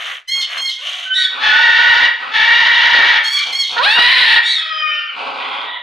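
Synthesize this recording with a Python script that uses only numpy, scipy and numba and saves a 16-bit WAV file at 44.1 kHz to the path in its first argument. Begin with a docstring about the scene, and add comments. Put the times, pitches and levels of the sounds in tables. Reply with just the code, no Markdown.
"""An indoor bird room whose hard walls ring after every call, over a faint steady hush of filtered noise.
A rasp opens, then shrieks break into high rasps and a growl, whistle and screeches follow. A large parrot gives
two long harsh squawks among croaks; after more shrieks a brighter squawk swoops up. Screeches, a coo, a whistle,
a yelp, a drawn-out croak and far squawks close. Voices are syrinx pulses and breath noise filtered by a throat;
the harsh squawks overload a phone's one microphone, which a short filtered echo spreads over two channels."""
import sys
import numpy as np
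from scipy import signal
from scipy.fft import rfft, irfft, next_fast_len
from scipy.io import wavfile
from scipy.ndimage import uniform_filter1d, minimum_filter1d
from numba import njit

SR = 44100
rng = np.random.default_rng(int(sys.argv[2]) if len(sys.argv) > 2 else 0)


def unload_audio(sound):
    """Save the sound as a 16-bit wav file, at the path given as the first command line argument."""
    columns = np.transpose(np.atleast_2d(sound))
    # keep every value between -1 and 1, then stretch to whole-number steps
    steps = np.round(np.clip(columns, -1, 1) * 32767)
    wavfile.write(sys.argv[1], SR, steps.astype(np.int16))


N = 256662

# Levels of calls are those before the walls and the final mix.
# Sung calls: (start [s], time from start to turning pitch [s], length [s], reference level [dB],
# first pitch [Hz], turning pitch [Hz], last pitch [Hz])
SQUAWKS = [(1.39, .35, 0.69, -12.5, 864.3, 908.5, 973.4), (2.305, .45, .89, -12, 883.5, 946, 885.5)]
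SHRIEKS = [(.273, 0.055, 0.17, -22.5, 990, 1080, 1045), (.568, 0.0468, 0.15, -24, 1000, 1070, 1040),
           (3.23, 0.0904, 0.18, -20, 1040, 1122, 1046), (3.52, 0.059, 0.13, -19, 1040, 1094, 1004)]
SCREECHES = [(1.13, 0.076, 0.15, -13.5, 1790, 1920, 1500), (4.42, 0.083, 0.2, -16.5, 1650, 1980, 1600),
             (1.16, 0.053, 0.11, -23, 1900, 2280, 2200), (4.44, 0.0445, 0.13, -19, 2120, 2260, 2000)]
COOS = [(4.57, .3, 0.52, -21, 639.3, 614, 605)]
YELPS = [(4.86, .185, 0.29, -22, 1080, 1560, 1390)]
FAR_SQUAWKS = [(5.38, 0.08, 0.295, -31, 1017, 1030, 1036), (5.65, 0.083, 0.157, -28.5, 959, 1001, 963)]
HUSKY_WHISTLES = [(1.43, 0.306, 0.58, -19, 1482, 1458, 1453), (3.315, 0.06, 0.14, -23, 1140, 1173, 1164)]
GROWLS = [(.78, 0.12, .32, -25, 481.4, 802, 743.6)]
# Traced calls, one list a call: (time [s], pitch [Hz], level [dB], roughness [clipped to 0-1],
# beak resonance [Hz], treble gain [dB])
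WHISTLES = [
    [(1.05, 1530, -27, .05, 1500, -15), (1.09, 1517, -25, 0.11, 1500, -11),
     (1.115, 1524, -14.5, 0.06, 1520, -6), (1.14, 1515, -22, 0.09, 1500, -4),
     (1.18, 1500, -28, 0, 1500, -7.5), (1.25, 1512, -25, 0.02, 1500, -13.5),
     (1.33, 1520, -30, 0.07, 1490, -19)],
    [(4.85, 1421, -40, 0, 1400, -12), (4.93, 1422, -25, 0, 1400, -21), (5.02, 1391, -30.5, 0.13, 1410, 1.5),
     (5.11, 1357, -41, 0.2, 1400, -10)],
]  # clear, with an overtone that flares and fades
SWOOPS = [
    [(3.75, 494, -41, 0.8, 1010, -4), (3.77, 478.3, -18, 0.55, 1380, -13),
     (3.787, 446.6, -13, 0.45, 1400, 5), (3.8, 488, -12, 0.04, 995, -10),
     (3.825, 566.8, -16, 0.22, 1120, 0.5), (3.848, 687.4, -17.5, 0.23, 1400, 14.5),
     (3.865, 807, -8.5, 0.18, 1650, -0.5), (3.91, 860.7, -11.5, 0.29, 1770, 8),
     (3.945, 914.3, -16, 0.22, 1770, 11), (3.975, 937.4, -13, 0.3, 2800, 3),
     (4.02, 977.5, -10.5, 0.39, 2000, 5), (4.13, 1014, -12, 0.74, 2120, 3.5),
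     (4.25, 1010, -10.5, 0.68, 2060, 2.5), (4.28, 912, -12.5, 0.66, 1920, 6),
     (4.38, 904.5, -10.5, 0.82, 1930, 1.5), (4.41, 887.6, -20, 1.34, 1829, -17)],
    [(3.945, 598, -16, 0.36, 1630, -17), (3.965, 515, -16.5, 0.4, 1540, -22),
     (3.99, 461, -8, 0.8, 1430, -2), (4.01, 387, -26, 0.43, 1270, 19)],
]  # a squawk that swoops up as the beak opens, breaks once and turns harsh
# Hoarse bursts: (start [s], time from start to peak [s], length [s], peak level [dB], fall by the end [dB],
# first beak resonance [Hz], last beak resonance [Hz])
RASPS = [(-.08, 0.16, 0.36, -23.5, 56, 1860, 1750), (.46, 0.088, 0.16, -24, 2.8, 1810, 1600)]
BREAKS = [(.405, 0.017, 0.064, -19.5, 12, 4040, 2980), (.68, 0.0093, 0.11, -24, 15, 4100, 3100),
          (3.37, 0.02, 0.18, -23.5, 8.6, 3660, 2870), (3.625, 0.017, 0.19, -25, 10.5, 3850, 3450)]  # high rasps into which shrieks break
CROAKS = [(.335, 0.016, 0.067, -40, 12, 1630, 950), (.5, 0.071, 0.13, -40.5, 31, 1210, 895),
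          (1.29, 0.33, 0.21, -25.5, 1.4, 1340, 1250), (2.18, 0.056, 0.14, -31, 14, 1280, 1360),
          (2.92, 0.056, 0.11, -27.5, 15, 525, 503), (1.98, 0.029, 0.046, -26.5, 8.2, 607, 500),
          (3.43, 0.062, 0.1, -36.5, 12, 730, 680), (3.68, 0.096, .095, -28.5, 2.7, 774, 880)]
# One drawn-out croak: (time [s], level [dB], beak resonance [Hz])
LONG_CROAK = [(5.09, -46, 1480), (5.149, -38, 1400), (5.181, -28.5, 810), (5.3, -30.5, 680),
              (5.45, -31, 950), (5.65, -33, 900), (5.71, -71, 900)]

# Throat and beak response of each caller: (frequency [Hz], gain [dB])
SQUAWK_THROAT = [(150, -40), (250, -61.5), (581, -9), (893, -10.5), (1350, -7.5), (1850, -2), (2080, -3),
                 (2300, -1.5), (2490, -13), (2940, -7.5), (3500, -8), (4020, -12.5), (5590, -28),
                 (6600, -34), (8320, -53), (12000, -49), (13000, -80)]
SWOOP_THROAT = [(150, -59), (300, -24), (460, -7), (652, 1.5), (986, -0.5), (1180, -4.5), (1760, -2.5),
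                (2070, -8.5), (2370, -4), (4020, 2.5), (6490, -30), (10700, -30.5), (13000, -43.5)]
SHRIEK_THROAT = [(530, -57), (900, -32), (1200, -23), (1730, 4), (2170, -1.5), (2690, -16), (3300, 8),
                 (3670, -17), (4390, 7.5), (4710, -10.5), (6500, -8), (7060, -25), (7500, -16.5),
                 (15500, -32)]
WHISTLE_THROAT = [(1000, -12), (1480, 2), (3000, 7), (4500, -24.5), (6000, -39), (9000, -72.5)]
HUSKY_THROAT = [(1000, -24.5), (1200, -6), (1480, 8), (2330, 0), (3000, -4), (4500, -18), (6000, -35.5),
                (9000, -58)]
SCREECH_THROAT = [(650, -92.5), (1100, -10.5), (1500, -10.5), (3080, -10.5), (3300, 6), (3740, 4.5),
                  (4580, -7), (5140, -18.5), (9710, -29), (11000, -40.5), (14300, -101), (22000, -120)]
YELP_THROAT = [(900, -22), (1500, -21), (2300, 3.5), (3000, -7), (3600, -15), (4800, -31), (7000, -55)]
COO_THROAT = [(290, -72), (500, -36), (700, -21.5), (928, -14), (1080, -19), (1260, -3.5), (1650, 0),
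              (1880, -11.5), (2170, -7), (2510, -7), (2800, -14), (3200, -1.5), (4310, -44.5), (5030, -15),
              (7000, -66.5), (9100, -99.5), (15400, -120)]
RASP_THROAT = [(180, -70), (300, -31.5), (650, -9.5), (964, -13.5), (1160, -6), (1320, -8), (1650, -10),
               (2050, -5.5), (2500, -7), (3050, 2), (4000, -11.5), (5000, -26), (6300, -17), (7200, -26.5),
               (13000, -35)]
BREAK_THROAT = [(1500, -63), (2700, -16), (3050, -0.5), (4300, -11.5), (5000, -14), (6300, -14),
                (7200, -24.5), (13000, -37.5)]
CROAK_THROAT = [(71, -69.5), (120, -16.5), (237, -13.5), (514, -7.5), (610, -15), (795, -2.5), (1510, -5.5),
                (1860, -22), (2050, -11.5), (2470, -2), (4790, -15), (5470, -29), (11000, -45.5),
                (14300, -101.5), (22000, -120)]
FAR_THROAT = [(500, -5.5), (1000, 0.5), (1500, -10), (2020, 0), (2700, -13), (3500, 11.5), (4100, -13),
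              (5000, -62), (9000, -68)]
# Fixed resonances rung by breath whatever the pitch, lying near lines at half the squawk pitch: (frequency
# [Hz], width of each of two passes [Hz], gain [dB])
BREATH_MODES = [(1470, 90, -3), (1830, 300, 2), (2300, 160, -9), (2880, 300, -13), (3290, 160, -8),
                (3800, 300, -10)]
# Spectrum of turbulent breath in harsh calls: (frequency [Hz], gain [dB])
HARSH_BREATH = [(100, -24), (1200, -16), (2200, -8), (3000, 0), (4500, 0), (15000, -6)]
# Low-pass that parts the body of a voice from its treble: (frequency [Hz], gain [dB])
SHUT_BEAK = [(20, 0), (1900, 0), (2500, -40), (22000, -40)]

# Envelopes: attack_s [s] climbs rise_db [dB], the hold loses fade_db [dB], release_s [s] drops fall_db [dB];
# bend [exponent] rounds the pitch at its turn
SQUAWK_SHAPE = dict(attack_s=0.045, rise_db=17, fade_db=1.8, release_s=0.011, fall_db=18.5, bend=1.3)
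SHRIEK_SHAPE = dict(attack_s=0.037, rise_db=3.5, fade_db=-1.5, release_s=0.033, fall_db=0, bend=2.6)
SCREECH_SHAPE = dict(attack_s=0.042, rise_db=12, fade_db=3.6, release_s=0.025, fall_db=11, bend=1.6)
YELP_SHAPE = dict(attack_s=0.43, rise_db=11, fade_db=5, release_s=0.05, fall_db=12, bend=1.2)
COO_SHAPE = dict(attack_s=.25, rise_db=11, fade_db=1.5, release_s=.17, fall_db=12, bend=1.1)
FAR_SHAPE = dict(attack_s=.03, rise_db=6, fade_db=.5, release_s=.03, fall_db=8, bend=1.3)
HUSKY_SHAPE = dict(attack_s=.065, rise_db=13, fade_db=4, release_s=.05, fall_db=5, bend=1.1)
GROWL_SHAPE = dict(attack_s=0.074, rise_db=5.5, fade_db=6, release_s=0.044, fall_db=15, bend=0.68)
# Roughness by caller: (at the start [0-1], at the turn [0-1], at the end [0-1])
ROUGH = dict(clear_squawk=(.4, .46, .72), squawk=(.4, .76, .72), husky=(.3, .3, .35),
         shriek=(.25, .12, .25), hoarse_shriek=(.5, .3, .4), screech=(.4, .55, .45), growl=(.5, .9, 1),
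         far=(.7, .6, .7), yelp=(.4, .2, .45), coo=(.35, .06, .2))

# Decay of the walls' echoes: (band centre [Hz], time to fall 60 dB [s])
ROOM_T60 = [(500, 0.46), (2000, 0.6), (5000, 0.15), (12000, 0.0043)]
# Spectrum of the background hush: (frequency [Hz], gain [dB])
HUSH = [(25, -26), (45, -19), (58, -17), (70, -48), (400, -40), (2000, -18), (4000, -28), (9000, -45)]
# Echoes that make the stereo difference: (delay [samples], gain [ratio])
SPREAD_TAPS = [(35, .055), (108, .02), (174, .04), (180, .04)]
# One resonant echo of the same kind: (delay [samples], centre [Hz], width [Hz], gain [ratio])
SPREAD_RING = (71, 1200, 470, 1.)

HUSH_DB = -63
STAGGER_RATE, HALVING_RATE, THROB_RATE = 150, 25, 90  # new random targets a second
BEAK_WIDTH_HZ = 550.
RASP_HZ, CROAK_HZ = 514.3, 263.8
RASP_RISE_DB, CROAK_RISE_DB, BURST_BEND = 18, 13.5, 2.6
HOARSE_ROUGH = .9  # roughness, 0-1
# level sent to the walls
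SQUAWK_WET_DB, SWOOP_WET_DB, CLEAR_WET_DB = -4.5, -10, -3.5
CROAK_WET_DB, RASP_WET_DB, BREAK_WET_DB = 0.5, -27, -8
TOP_HZ = 15500  # top of the harmonics and of the recorded band
LIMIT_TOP, LIMIT_SAMPLES = .83, 19


def undb(db):
    """Level to amplitude: 20 dB is a factor of ten."""
    return 10 ** (np.asarray(db) / 20)


def unit(x):
    """Normalisation of power: the signal scaled to rms 1."""
    return x / np.sqrt(np.mean(x ** 2))


def colour(x, points):
    """Linear filtering: a spectrum multiplied by gains interpolated over log frequency."""
    size = next_fast_len(len(x) + 2048)
    hz, db = np.transpose(points)
    f = np.maximum(np.arange(size // 2 + 1) * SR / size, 1)
    gain = undb(np.interp(np.log(f), np.log(hz), db, -90, -90))
    return irfft(rfft(x, size) * gain, size)[:len(x)]


def ring(x, hz, width_hz):
    """Resonance: one second-order mode with gain 1 at its centre."""
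    return signal.lfilter(*signal.iirpeak(hz, hz / width_hz, SR), x)


def hush():
    """Stationary noise: white noise shaped by a fixed spectrum."""
    return undb(HUSH_DB) * unit(colour(rng.standard_normal(N), HUSH))


def room(x):
    """Reverberation: dense echoes of hard walls as decaying noise that dies faster in the treble."""
    t = np.arange(int(.7 * SR)) / SR
    tail = np.zeros(len(t))
    for hz, t60 in ROOM_T60:
        band = unit(ring(rng.standard_normal(len(t)), hz, hz))
        tail += band * np.sqrt(hz) * 1000 ** (-t / t60)
    tail *= np.clip(t / 0.0037, 0, 1)
    return signal.fftconvolve(x, tail / np.sqrt(np.sum(tail ** 2)))[:N]


@njit
def beak(x, hz, width_hz):
    """Time-varying resonance: a state-variable band-pass whose centre moves."""
    y, band, low = np.empty(len(x)), 0., 0.
    for i in range(len(x)):
        g, k = np.tan(np.pi * hz[i] / SR), width_hz / hz[i]
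        v = (band + g * (x[i] - low)) / (1 + g * (g + k))
        band, low, y[i] = 2 * v - band, low + 2 * g * v, k * v
    return y


def syrinx_cycles(hz, rough, chance, jitter, wander, shimmer_db, halving, throb_db):
    """Irregular oscillation: phase in turns and pulse strength, perturbed in proportion to roughness."""
    t = np.arange(len(hz)) / SR

    def drift(rate, column):
        return np.interp(t * rate, np.arange(len(chance)), chance[:, column])

    # each cycle has its own length and strength; the pitch also staggers every few ms
    steady = np.cumsum(hz) / SR
    uneven = jitter * chance[steady.astype(int), 0] + wander * drift(STAGGER_RATE, 2)
    turns = np.cumsum(hz * (1 + rough * uneven)) / SR
    strength = undb(shimmer_db * rough * chance[np.round(turns).astype(int), 1])
    # alternate strong and weak pulses, to a drifting degree, put lines at half the pitch
    alternation = np.cos(np.pi * turns) * (1 + .5 * drift(HALVING_RATE, 0))
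    strength = strength * (1 + halving * rough * alternation)
    # the throb does not depend on roughness
    return turns, strength * undb(throb_db * drift(THROB_RATE, 1))


def pulse_train(turns, count):
    """Harmonic series: equal cosines summed in closed form to one sharp pulse a cycle."""
    return np.sin((2 * count + 1) * np.pi * turns) / (2 * np.sin(np.pi * turns) + 1e-12) - .5


def breath_modes(puffs):
    """Fixed resonances: breath rings each mode twice over, whatever the pitch."""
    return unit(sum(undb(db) * ring(ring(puffs, hz, width), hz, width) for hz, width, db in BREATH_MODES))


def calls(tables, throat, jitter, wander, shimmer_db, breath_db, modes_db=None, beak_db=0.,
          halving=0., breath=None, throb_db=0.):
    """Source and filter: syrinx pulses with a puff of breath each pass through throat, fixed breath modes and
    beak."""
    out = np.zeros(N)
    for table in tables:
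        s, *columns = np.transpose(table)
        i = np.arange(max(int(s[0] * SR), 0), min(int(s[-1] * SR), N))
        hz, db, rough, *beak_columns = (np.interp(i / SR, s, c) for c in columns)
        rough = np.clip(rough, 0, 1)
        chance = np.clip(rng.standard_normal((4096, 3)), -2, 2)
        air = rng.standard_normal(SR)[:len(i)]
        turns, strength = syrinx_cycles(hz, rough, chance, jitter, wander, shimmer_db, halving, throb_db)
        pulses = unit(pulse_train(turns, int(TOP_HZ / hz.max())) * strength)
        puffs = air * strength * (1 + np.cos(2 * np.pi * turns))
        breathing = unit(colour(puffs, breath) if breath else puffs)
        voice = unit(colour(pulses + undb(breath_db) * rough * breathing, throat))
        if modes_db is not None:
            voice = unit(voice + undb(modes_db) * rough * breath_modes(puffs))
        if beak_columns:
            voice = unit(voice + undb(beak_db) * unit(beak(voice, beak_columns[0], BEAK_WIDTH_HZ)))
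        if len(beak_columns) > 1:
            low = colour(voice, SHUT_BEAK)
            voice = low + undb(beak_columns[1]) * (voice - low)
        edge = np.clip(np.minimum(i - s[0] * SR, i[-1] - i) / (.012 * SR), 0, 1)  # 12 ms fades
        out[i] += voice * undb(db) * edge
    return out


def sung(rows, rough, attack_s, rise_db, fade_db, release_s, fall_db, bend):
    """Pitch and loudness contours: a glide to a turn and on, under attack, hold and release."""
    tables = []
    for start, turn, length, db, first_hz, turn_hz, last_hz in rows:
        t = np.arange(0, length, .005)
        before = np.clip(1 - t / turn, 0, 1) ** bend
        after = np.clip((t - turn) / (length - turn), 0, 1) ** bend
        hz = turn_hz + (first_hz - turn_hz) * before + (last_hz - turn_hz) * after
        corners = [0, attack_s, length - release_s, length]
        level = db - np.interp(t, corners, [rise_db, 0, fade_db, fade_db + fall_db])
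        roughness = np.interp(t, [0, turn, length], rough)
        tables.append(np.transpose([start + t, hz, level, roughness]))
    return tables


def bursts(rows, hz, rise_db):
    """Hoarse contours: one nominal pitch swells to a peak and falls while the beak resonance glides."""
    tables = []
    for start, peak, length, db, fall_db, first_hz, last_hz in rows:
        t = np.arange(0, length, .005)
        swell = rise_db * np.clip(1 - t / peak, 0, 1) ** BURST_BEND
        fall = fall_db * np.clip((t - peak) / (length - peak), 0, 1) ** BURST_BEND
        beak_hz = first_hz + (last_hz - first_hz) * t / length
        same = np.ones(len(t))
        tables.append(np.transpose([start + t, hz * same, db - swell - fall, HOARSE_ROUGH * same, beak_hz]))
    return tables


def far_squawks():
    """Irregular pulses: squawks of uneven pitch through a throat with a peak at 3500 Hz."""
    return calls(sung(FAR_SQUAWKS, ROUGH["far"], **FAR_SHAPE), FAR_THROAT,
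                 jitter=.05, wander=.075, shimmer_db=5., breath_db=0.)


def croaks():
    """Low relaxation pulses: rough, low-pitched bursts and one drawn-out croak through a moving beak."""
    drawn_out = [[(s, CROAK_HZ, db, HOARSE_ROUGH, beak_hz) for s, db, beak_hz in LONG_CROAK]]
    return calls(bursts(CROAKS, CROAK_HZ, CROAK_RISE_DB) + drawn_out, CROAK_THROAT,
                 jitter=.1, wander=.12, shimmer_db=3., breath_db=-4., beak_db=-2.)


def rasps():
    """Turbulence: breath noise outweighs the irregular pulses."""
    return calls(bursts(RASPS, RASP_HZ, RASP_RISE_DB), RASP_THROAT,
                 jitter=.1, wander=.1, shimmer_db=1.5, breath_db=11., beak_db=-3.)


def shriek_breaks():
    """Loss of periodicity: shrieks end in breath-heavy rasps with a high beak resonance."""
    return calls(bursts(BREAKS, RASP_HZ, RASP_RISE_DB), BREAK_THROAT,
                 jitter=.1, wander=.1, shimmer_db=2.5, breath_db=8., beak_db=2.)


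def growls():
    """Period doubling: alternating pulses under strong breath, with a rising pitch."""
    return calls(sung(GROWLS, ROUGH["growl"], **GROWL_SHAPE), RASP_THROAT, jitter=.08, wander=.08,
                 shimmer_db=3., breath_db=5., halving=.5, breath=HARSH_BREATH)


def coos():
    """Low-pitched phonation: pulses turn nearly regular in mid-call under a slow swell."""
    return calls(sung(COOS, ROUGH["coo"], **COO_SHAPE), COO_THROAT,
                 jitter=.08, wander=.06, shimmer_db=8., breath_db=-4., throb_db=2.)


def yelps():
    """Pitch glide: a tone leaps upward and falls part of the way back."""
    return calls(sung(YELPS, ROUGH["yelp"], **YELP_SHAPE), YELP_THROAT,
                 jitter=.04, wander=.07, shimmer_db=5., breath_db=-5.)


def whistles():
    """Harmonic filtering: clear tones keep few harmonics while the treble gain flares and fades."""
    return calls(WHISTLES, WHISTLE_THROAT,
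                 jitter=.05, wander=.05, shimmer_db=4., breath_db=-6., beak_db=-30.)


def husky_whistles():
    """Mixed excitation: nearly level tones carry a little breath and roughness."""
    return calls(sung(HUSKY_WHISTLES, ROUGH["husky"], **HUSKY_SHAPE), HUSKY_THROAT,
                 jitter=.05, wander=.05, shimmer_db=4., breath_db=-6.)


def screeches():
    """High-pitched phonation: rough pulses arch in pitch through a throat bright near 3500 Hz."""
    return calls(sung(SCREECHES, ROUGH["screech"], **SCREECH_SHAPE), SCREECH_THROAT,
                 jitter=.04, wander=.055, shimmer_db=6., breath_db=-9.)


def shrieks():
    """Amplitude modulation: throbbing pulses arch in pitch, the third call hoarser than the others."""
    clear = sung(SHRIEKS[:2] + SHRIEKS[3:], ROUGH["shriek"], **SHRIEK_SHAPE)
    hoarse = sung(SHRIEKS[2:3], ROUGH["hoarse_shriek"], **SHRIEK_SHAPE)
    return calls(clear + hoarse, SHRIEK_THROAT,
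                 jitter=.04, wander=.05, shimmer_db=5., breath_db=-12., throb_db=3.)


def swoops():
    """Moving formant: the beak resonance shifts along a pitch that swoops up, breaks and turns harsh."""
    return calls(SWOOPS, SWOOP_THROAT, jitter=.06, wander=.065, shimmer_db=5., breath_db=-2.,
                 modes_db=-7., beak_db=3., halving=.7, throb_db=1., breath=HARSH_BREATH)


def squawks():
    """Period doubling with turbulence: long harsh pulses whose breath rings fixed modes."""
    clear = sung(SQUAWKS[:1], ROUGH["clear_squawk"], **SQUAWK_SHAPE)
    harsh = sung(SQUAWKS[1:], ROUGH["squawk"], **SQUAWK_SHAPE)
    return calls(clear + harsh, SQUAWK_THROAT, jitter=.06, wander=.072, shimmer_db=5., breath_db=0.,
                 modes_db=-4., halving=.6, throb_db=.8, breath=HARSH_BREATH)


def scene():
    """Superposition: all callers at the one microphone, direct and by way of the walls."""
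    clear = (far_squawks() + growls() + coos() + yelps() + whistles() + husky_whistles()
             + screeches() + shrieks())
    groups = [(croaks(), CROAK_WET_DB), (rasps(), RASP_WET_DB), (shriek_breaks(), BREAK_WET_DB),
              (clear, CLEAR_WET_DB), (swoops(), SWOOP_WET_DB), (squawks(), SQUAWK_WET_DB)]
    direct = sum(group for group, _ in groups)
    echoes = room(sum(undb(wet_db) * group for group, wet_db in groups))
    return np.tile(undb(-0.5) * direct + echoes + hush(), (2, 1))


def record(dry):
    """Sum and difference: late copies add left and subtract right; a quick limiter and a low-pass follow."""
    mid = dry[0]

    def late(lag):
        return np.concatenate([np.zeros(lag), mid[:-lag]])

    lag, hz, width_hz, ring_gain = SPREAD_RING
    side = ring_gain * ring(late(lag), hz, width_hz)
    side = side + sum(gain * late(k) for k, gain in SPREAD_TAPS)
    wide = np.array([mid + side, mid - side])
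    # the overload flattens each channel's peaks
    headroom = LIMIT_TOP / np.maximum(np.abs(wide), LIMIT_TOP)
    limit = uniform_filter1d(minimum_filter1d(headroom, size=LIMIT_SAMPLES), size=LIMIT_SAMPLES)
    band_edge = signal.ellip(10, .2, 80, TOP_HZ, fs=SR, output="sos")
    return signal.sosfilt(band_edge, wide * limit)


dry = scene()
out = record(dry)
unload_audio(out)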